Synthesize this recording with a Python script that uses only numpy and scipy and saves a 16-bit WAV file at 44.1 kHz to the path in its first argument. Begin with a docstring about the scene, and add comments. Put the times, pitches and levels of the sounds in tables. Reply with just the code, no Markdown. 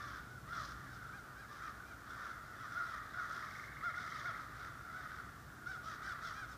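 """A winter street in a town, with a big flock of crows cawing over it. Nearer birds stand out with
arched, hoarse caws, one yelps on a high clear note and one gives a long dry rattle.
Each caw is a gliding stack of harmonics plus breath noise; each rattle knock is a short rising blip.
Many quieter caws blend into a far chorus, and houses and trees scatter all the calls.
Below them, filtered noise makes a low town rumble and microphone hiss, with a faint hum."""
import sys
import numpy as np
from scipy import signal
from scipy.fft import rfft, irfft, next_fast_len
from scipy.io import wavfile

SR = 44100
rng = np.random.default_rng(int(sys.argv[2]) if len(sys.argv) > 2 else 0)


def unload_wav(signal):
    """Save mono or channel-first audio to the path in sys.argv[1] as 16-bit WAV at rate SR, clipped to [-1, 1]."""
    wavfile.write(
        sys.argv[1],
        SR,
        np.round(np.clip(np.atleast_2d(signal).T, -1, 1) * 32767).astype(np.int16),
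    )


N = 289737  # length of the scene in samples


def near_crows():
    """The birds that stand out of the chorus: hoarse caws, and the high, clear yelps of one bird."""
    # Nearer caws, levels before the final mix:
    # (start [s], length [s], top pitch [Hz], level [dB], treble setting [dB], roughness [0-1])
    caws = [ (-.06, 0.26, 595.4, -52.5, 3, 0.3), (0.113, .11, 648, -56, 3, .9),
            (0.477, 0.17, 698, -44.5, -2, 0.28), (0.53, .21, 593, -53.5, 9.5, 0.48),
            (0.875, .11, 776, -55, 2, 0.12), (1.015, 0.15, 690, -54.5, -9, 0.57),
            (1.481, 0.12, 596, -53.5, 1, 0.42), (1.581, .14, 671, -48.5, -2.5, 0.64),
            (2.062, 0.15, 700, -50.5, 0.5, 0.5), (2.158, 0.18, 609, -52, 0.5, 0.52),
            (2.579, 0.1, 665, -49, -2.5, 0.25), (2.67, 0.15, 705, -51.5, 2.5, 0.57),
            (2.747, .1, 720, -41, -8, 0.17), (2.81, 0.18, 690, -47.5, 0.5, 0.84),
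            (3.126, 0.14, 727, -43.5, -8, 0.37), (3.287, .19, 690.4, -48, -4.5, 0.45),
            (3.199, .28, 647, -55, 6, 1), (3.439, 0.25, 665, -63, 15, 0.81),
            (3.826, .09, 714, -39.3, -10, 0.04), (3.948, .14, 731, -46, 1, 0.43),
            (4.06, .19, 639, -52, 7, .4), (4.237, 0.085, 718.4, -41, -6, .25),
            (4.328, 0.13, 680, -51, -1.5, 0.94), (4.548, .17, 700, -51, -1.5, 0.82),
            (4.92, 0.15, 754, -49, -6, 0.13), (5.658, 0.12, 766.4, -45, -1.5, 0.21),
            (5.829, .14, 650.5, -49, 5, 0.33), (6.02, .12, 785, -46.5, 4, 0.24),
            (6.214, .12, 689, -46.5, 3.5, 0.4), (6.307, 0.11, 667, -51.5, 3, .7),
            (6.475, .085, 765, -57, 10, 0)]
    # Yelps, levels before the final mix: (start [s], length [s], level [dB], treble setting [dB])
    yelps = [(1.123, 0.083, -52.5, -7), (1.364, 0.094, -56.5, -1), (1.614, 0.095, -57.5, -1),
             (1.848, .1, -58.5, 0), (6.333, .13, -50, 2)]
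    yelp_hz, yelp_rough = 819, 0.032  # top pitch, and roughness from 0 to 1
    out = np.zeros(N)
    for start, length, top_hz, level_db, treble_db, rough in caws:
        call = near_caw(length, top_hz, treble_db, rough)
        add(out, start, undb(level_db) * call)
    for start, length, level_db, treble_db in yelps:
        call = near_caw(length, yelp_hz, treble_db, yelp_rough)
        add(out, start, undb(level_db) * call)
    return out


def near_caw(length, top_hz, treble_db, rough):
    """A caw by the shared rules: higher calls crest later, harsher ones gain edge and hiss."""
    usual_hz, usual_crest, crest_per_octave = 699, .36, 0.34  # crests are shares of the call's length
    crest = usual_crest + crest_per_octave * np.log2(top_hz / usual_hz)
    edge_db = -0.5 + 0.71 * treble_db  # near 3.4 kHz
    hiss_db = 0.35 + treble_db  # near 5.6 kHz
    return caw(length, top_hz, crest, .2, edge_db, hiss_db, rough)


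def caw(length, top_hz, crest, fall, edge_db, hiss_db, rough, count=12, rise=.14, jitter=0.025,
        rasp_hz=75, breath=1.0, fray=0.24, flicker=0.36, yelp_db=9.5):
    """One caw: an arch of harmonics through the throat, shaken by a second, slow flutter of the syrinx."""
    # Filtering by the throat and open beak: (frequency [Hz], gain [dB])
    throat = [(500, -19.5), (730, -17), (950, -14), (1180, 1.5), (1430, 5), (1750, -3), (2050, -13.5),
              (2700, -24.5), (3500, -14.5), (4200, -21), (5700, -19.5), (7000, -32), (10000, -32),
              (14000, -40)]
    rasp_depth = .85
    dice = rng.standard_normal((3 + 2 * count, 512))
    t = np.arange(int(max(length, .03) * SR)) / SR
    u = t / t[-1]  # progress through the call, 0 to 1
    crest = np.clip(crest, .15, .85)
    rough = np.clip(rough, .01, 1)

    # The pitch climbs to the crest, then drops by the share "fall".
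    climb = rise * np.clip(1 - u / crest, 0, 1) ** 2
    drop = fall * np.clip((u - crest) / (1 - crest), 0, 1) ** 1.6
    hz = top_hz * (1 - climb - drop)
    flutter_hz = rasp_hz * (1 + 0.351 * wander(t, 88.6, dice[0]))
    flutter = np.sin(2 * np.pi * np.cumsum(flutter_hz) / SR)
    shake = rough * jitter * (2 * wander(t, 596.1, dice[1]) + flutter)
    phase = 2 * np.pi * np.cumsum(hz * (1 + shake)) / SR

    opening = np.abs(np.sin(np.pi * u))  # the beak is widest in mid-call
    voice = 0
    for k in range(1, count + 1):
        # uneven beats of the membranes fray the high harmonics most
        slip = fray * k ** 1.326 * rough ** 0.32 * wander(t, 450, dice[1 + 2 * k])
        flickering = np.exp(flicker * wander(t, 69.3, dice[2 + 2 * k]))
        size = gain_at(k * hz, throat) * flickering * opening ** (0.0091 * k)
        voice = voice + size * np.sin(k * phase + slip)

    # Breath noise passes the same throat; the rasp shakes voice and breath together.
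    air = np.resize(unit(colour(rng.standard_normal(2 ** 13), throat)), len(t))
    shaking = rasp_depth * flutter + 0.39 * wander(t, 108.0, dice[2])
    rasp = np.exp(np.sqrt(rough) * shaking / 2)
    voice = unit((unit(voice) + breath * rough * air) * rasp * opening ** 0.37)
    # calls that peak above 785 Hz are yelps, with a strong third harmonic
    yelp = yelp_db * np.clip((top_hz - 785) / 25, 0, 1)
    return colour(voice, [(1800, 0), (2350, yelp + edge_db / 3), (2800, yelp / 2 + edge_db - 4.0),
                          (3400, edge_db), (5600, hiss_db)])


def rattle(count=22, low_hz=1500, high_hz=2170, sweep_s=0.0079, width_s=0.0041, grit=0.71, echo_db=-6):
    """A crow's rattle: gritty knocks whose resonance flicks upward, blurred by branches around the bird."""
    # The run of knocks slows a little: each gap is longer than the last by slowing_s.
    start_s, gap_s, slowing_s = 3.4277, .04206, .000184
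    # The run fades at both ends and its knocks are uneven; the level is before the final mix.
    level_db, fade_db, uneven_db = -43, 3.5, 1.1
    crest = 0.48  # share of the run at which it is loudest, apart from the unevenness
    out = np.zeros(N)
    t = np.arange(-SR // 50, SR // 50) / SR  # time around the middle of a knock
    since_start = t - t[0]
    hz = low_hz + (high_hz - low_hz) * (1 + np.tanh(2 * (t / sweep_s) + .5)) / 2
    for k, dice in enumerate(rng.standard_normal((count, 3, 128))):
        when = start_s + k * gap_s + k * (k - 1) / 2 * slowing_s
        fade = fade_db * (2 * (k / count - crest)) ** 2
        knock_db = level_db - fade + uneven_db * dice[2, 0]
        phase = 2 * np.pi * np.cumsum(hz) / SR + grit * wander(since_start, 697, dice[0])
        size = np.exp(-(t / width_s) ** 2 / 2 + 0.26 * wander(since_start, 522, dice[1]))
        add(out, when + t[0], undb(knock_db) * size * np.sin(phase))
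    out = out + undb(echo_db) * scatter(out, t60=0.47, delay_s=0.0036)
    # the nearly closed beak passes one band
    return colour(out, [(900, -15), (1250, 0.5), (2250, -1.0), (2550, -15)])


def far_flock(count=130, bright_db=-4.0, spread_db=8, effort=0.97, gape_db=6):
    """Many birds, each with its own pitch and distance; air dulls them, excitement makes them harsher."""
    # Level before the final mix, which also sets the flock's excitement: (time [s], level [dB])
    flock_levels = [(0.0, -48.5), (0.27, -54.5), (0.51, -54), (0.66, -52.5), (1.06, -51), (1.22, -55.5),
                    (2.14, -53), (2.23, -51), (3.24, -49.5), (3.64, -49.5), (4.1, -47.5), (4.7, -52),
                    (5.07, -49.5), (5.53, -55.5), (6.2, -49.5), (6.57, -57)]
    out = np.zeros(N)
    times, levels = np.transpose(flock_levels)
    for i, (when, length, pitch, distance, rough) in enumerate(rng.random((count, 5))):
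        start = (i + when) / count * (N / SR + .2) - .2  # one call at random in each equal slot
        excitement_db = np.interp(start, times, levels) - levels.mean()
        harsh_db = bright_db + effort * excitement_db
        call = caw(.11 + .13 * length, 600 + 180 * pitch, 0.401, .18, harsh_db, harsh_db,
                   0.16 + 0.67 * rough, count=8)
        add(out, start, undb(-spread_db * distance) * call)
    level_db = np.interp(np.arange(N) / SR, times, levels)
    # excited birds gape wider, which lifts the band around 2 kHz
    gape = np.clip((level_db - levels.min()) / np.ptp(levels), 0, 1)
    wide = colour(out, [(1400, 1.0), (1750, gape_db / 2), (2100, gape_db), (2600, -0.71), (3400, 1)])
    return unit(out + gape * (wide - out)) * undb(level_db)


def scatter(x, t60, delay_s=0.023, treble_db=-5):
    """Echoes from surfaces such as house fronts and trees: grainy, fading and duller than the call."""
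    t = np.arange(SR) / SR
    grains = rng.standard_normal(SR) ** 3  # cubing makes a few echoes stand out
    fade = undb(-60 * t / t60)  # t60 is the time in seconds to fade by 60 dB
    build_up = 1 - np.exp(-(t / delay_s) ** 2)
    echoes = grains * fade * build_up
    tail = signal.fftconvolve(x, echoes / np.linalg.norm(echoes))[:N]
    return colour(tail, [(1500, 0.021), (6000, treble_db)])


def town(hum_hz=59, hum_db=-67):
    """Far traffic rumbles and swells under an even hiss, with a faint machine hum."""
    # Spectrum of town rumble and microphone hiss, before scaling: (frequency [Hz], level per Hz [dB])
    town_spectrum = [(20, -30), (40, -8.5), (60, -0.5), (80, -6), (125, -0.5), (165, -8.5), (300, -11.5),
                     (500, -18), (720, -16.5), (1100, -20.5), (2700, -29.5), (6000, -30.5), (10000, -35),
                     (15000, -35)]
    # Swell of the traffic, as gain changes:
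    # (time [s], deep rumble below 60 Hz [dB], engine drone near 120 Hz [dB])
    traffic_swell = [(0, -1, 2), (.8, 0, 5.5), (1.4, -3, -2.5), (3.5, -7, -1), (4.3, -6.5, 1.5),
                     (6.57, 2, 0.5)]
    level_db = -56.5  # of rumble and hiss together, before the swell
    t = np.arange(N) / SR
    times, deep_db, drone_db = np.transpose(traffic_swell)
    air = unit(colour(rng.standard_normal(N), town_spectrum))
    low = colour(air, [(170, -3.5), (500, -33)])
    deep = colour(low, [(55, -1.5), (110, -41)])
    rumble = deep * undb(np.interp(t, times, deep_db))
    drone = (low - deep) * undb(np.interp(t, times, drone_db))
    hum_level_db = hum_db + 2.1 * wander(t, 3.5, rng.standard_normal(256))
    hum = undb(hum_level_db) * np.sin(2 * np.pi * hum_hz * t)
    return undb(level_db) * (air - low + rumble + drone) + hum


def undb(db):
    """Decibels to gain."""
    return 10 ** (np.asarray(db) / 20)


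def unit(x):
    """Scale to an rms (average strength) of 1."""
    return x / np.sqrt(np.mean(x ** 2) + 1e-20)


def gain_at(hz, points):
    """Gain at the given frequencies, read from (frequency [Hz], level [dB]) points."""
    f, db = np.transpose(points)
    return undb(np.interp(np.log(hz + 1e-6), np.log(f), db))


def colour(x, points):
    """Filter a sound by (frequency [Hz], level [dB]) points."""
    size = next_fast_len(len(x))
    gain = gain_at(np.fft.rfftfreq(size, 1 / SR), points)
    return irfft(rfft(x, size) * gain, size)[:len(x)]


def wander(t, rate, dice):
    """Random values joined by lines, `rate` of them a second."""
    return np.interp(t * rate, np.arange(len(dice)), dice)


def add(out, start, x):
    """Mix a sound in at a given time in seconds, dropping what falls outside the scene."""
    i = int(start * SR)
    a, b = max(i, 0), min(i + len(x), len(out))
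    if b > a:
        out[a:b] += x[a - i:b - i]


def scene():
    """Near birds are mostly direct; echoes take a larger share of the far flock."""
    near = near_crows() + rattle()
    far = far_flock()
    near_mix = undb(-1.5) * near + undb(-8.5) * scatter(near, t60=0.85)
    far_mix = undb(-3) * far + undb(-6.0) * scatter(far, t60=0.71)
    return (near_mix + far_mix + town())[None]


def record(dry):
    """The recorder cuts the top: a steep low-pass filter removes what lies above its limit."""
    top_hz = 15330
    return signal.sosfilt(signal.ellip(12, .2, 60, top_hz, fs=SR, output="sos"), dry)


dry = scene()
out = record(dry)
unload_wav(out)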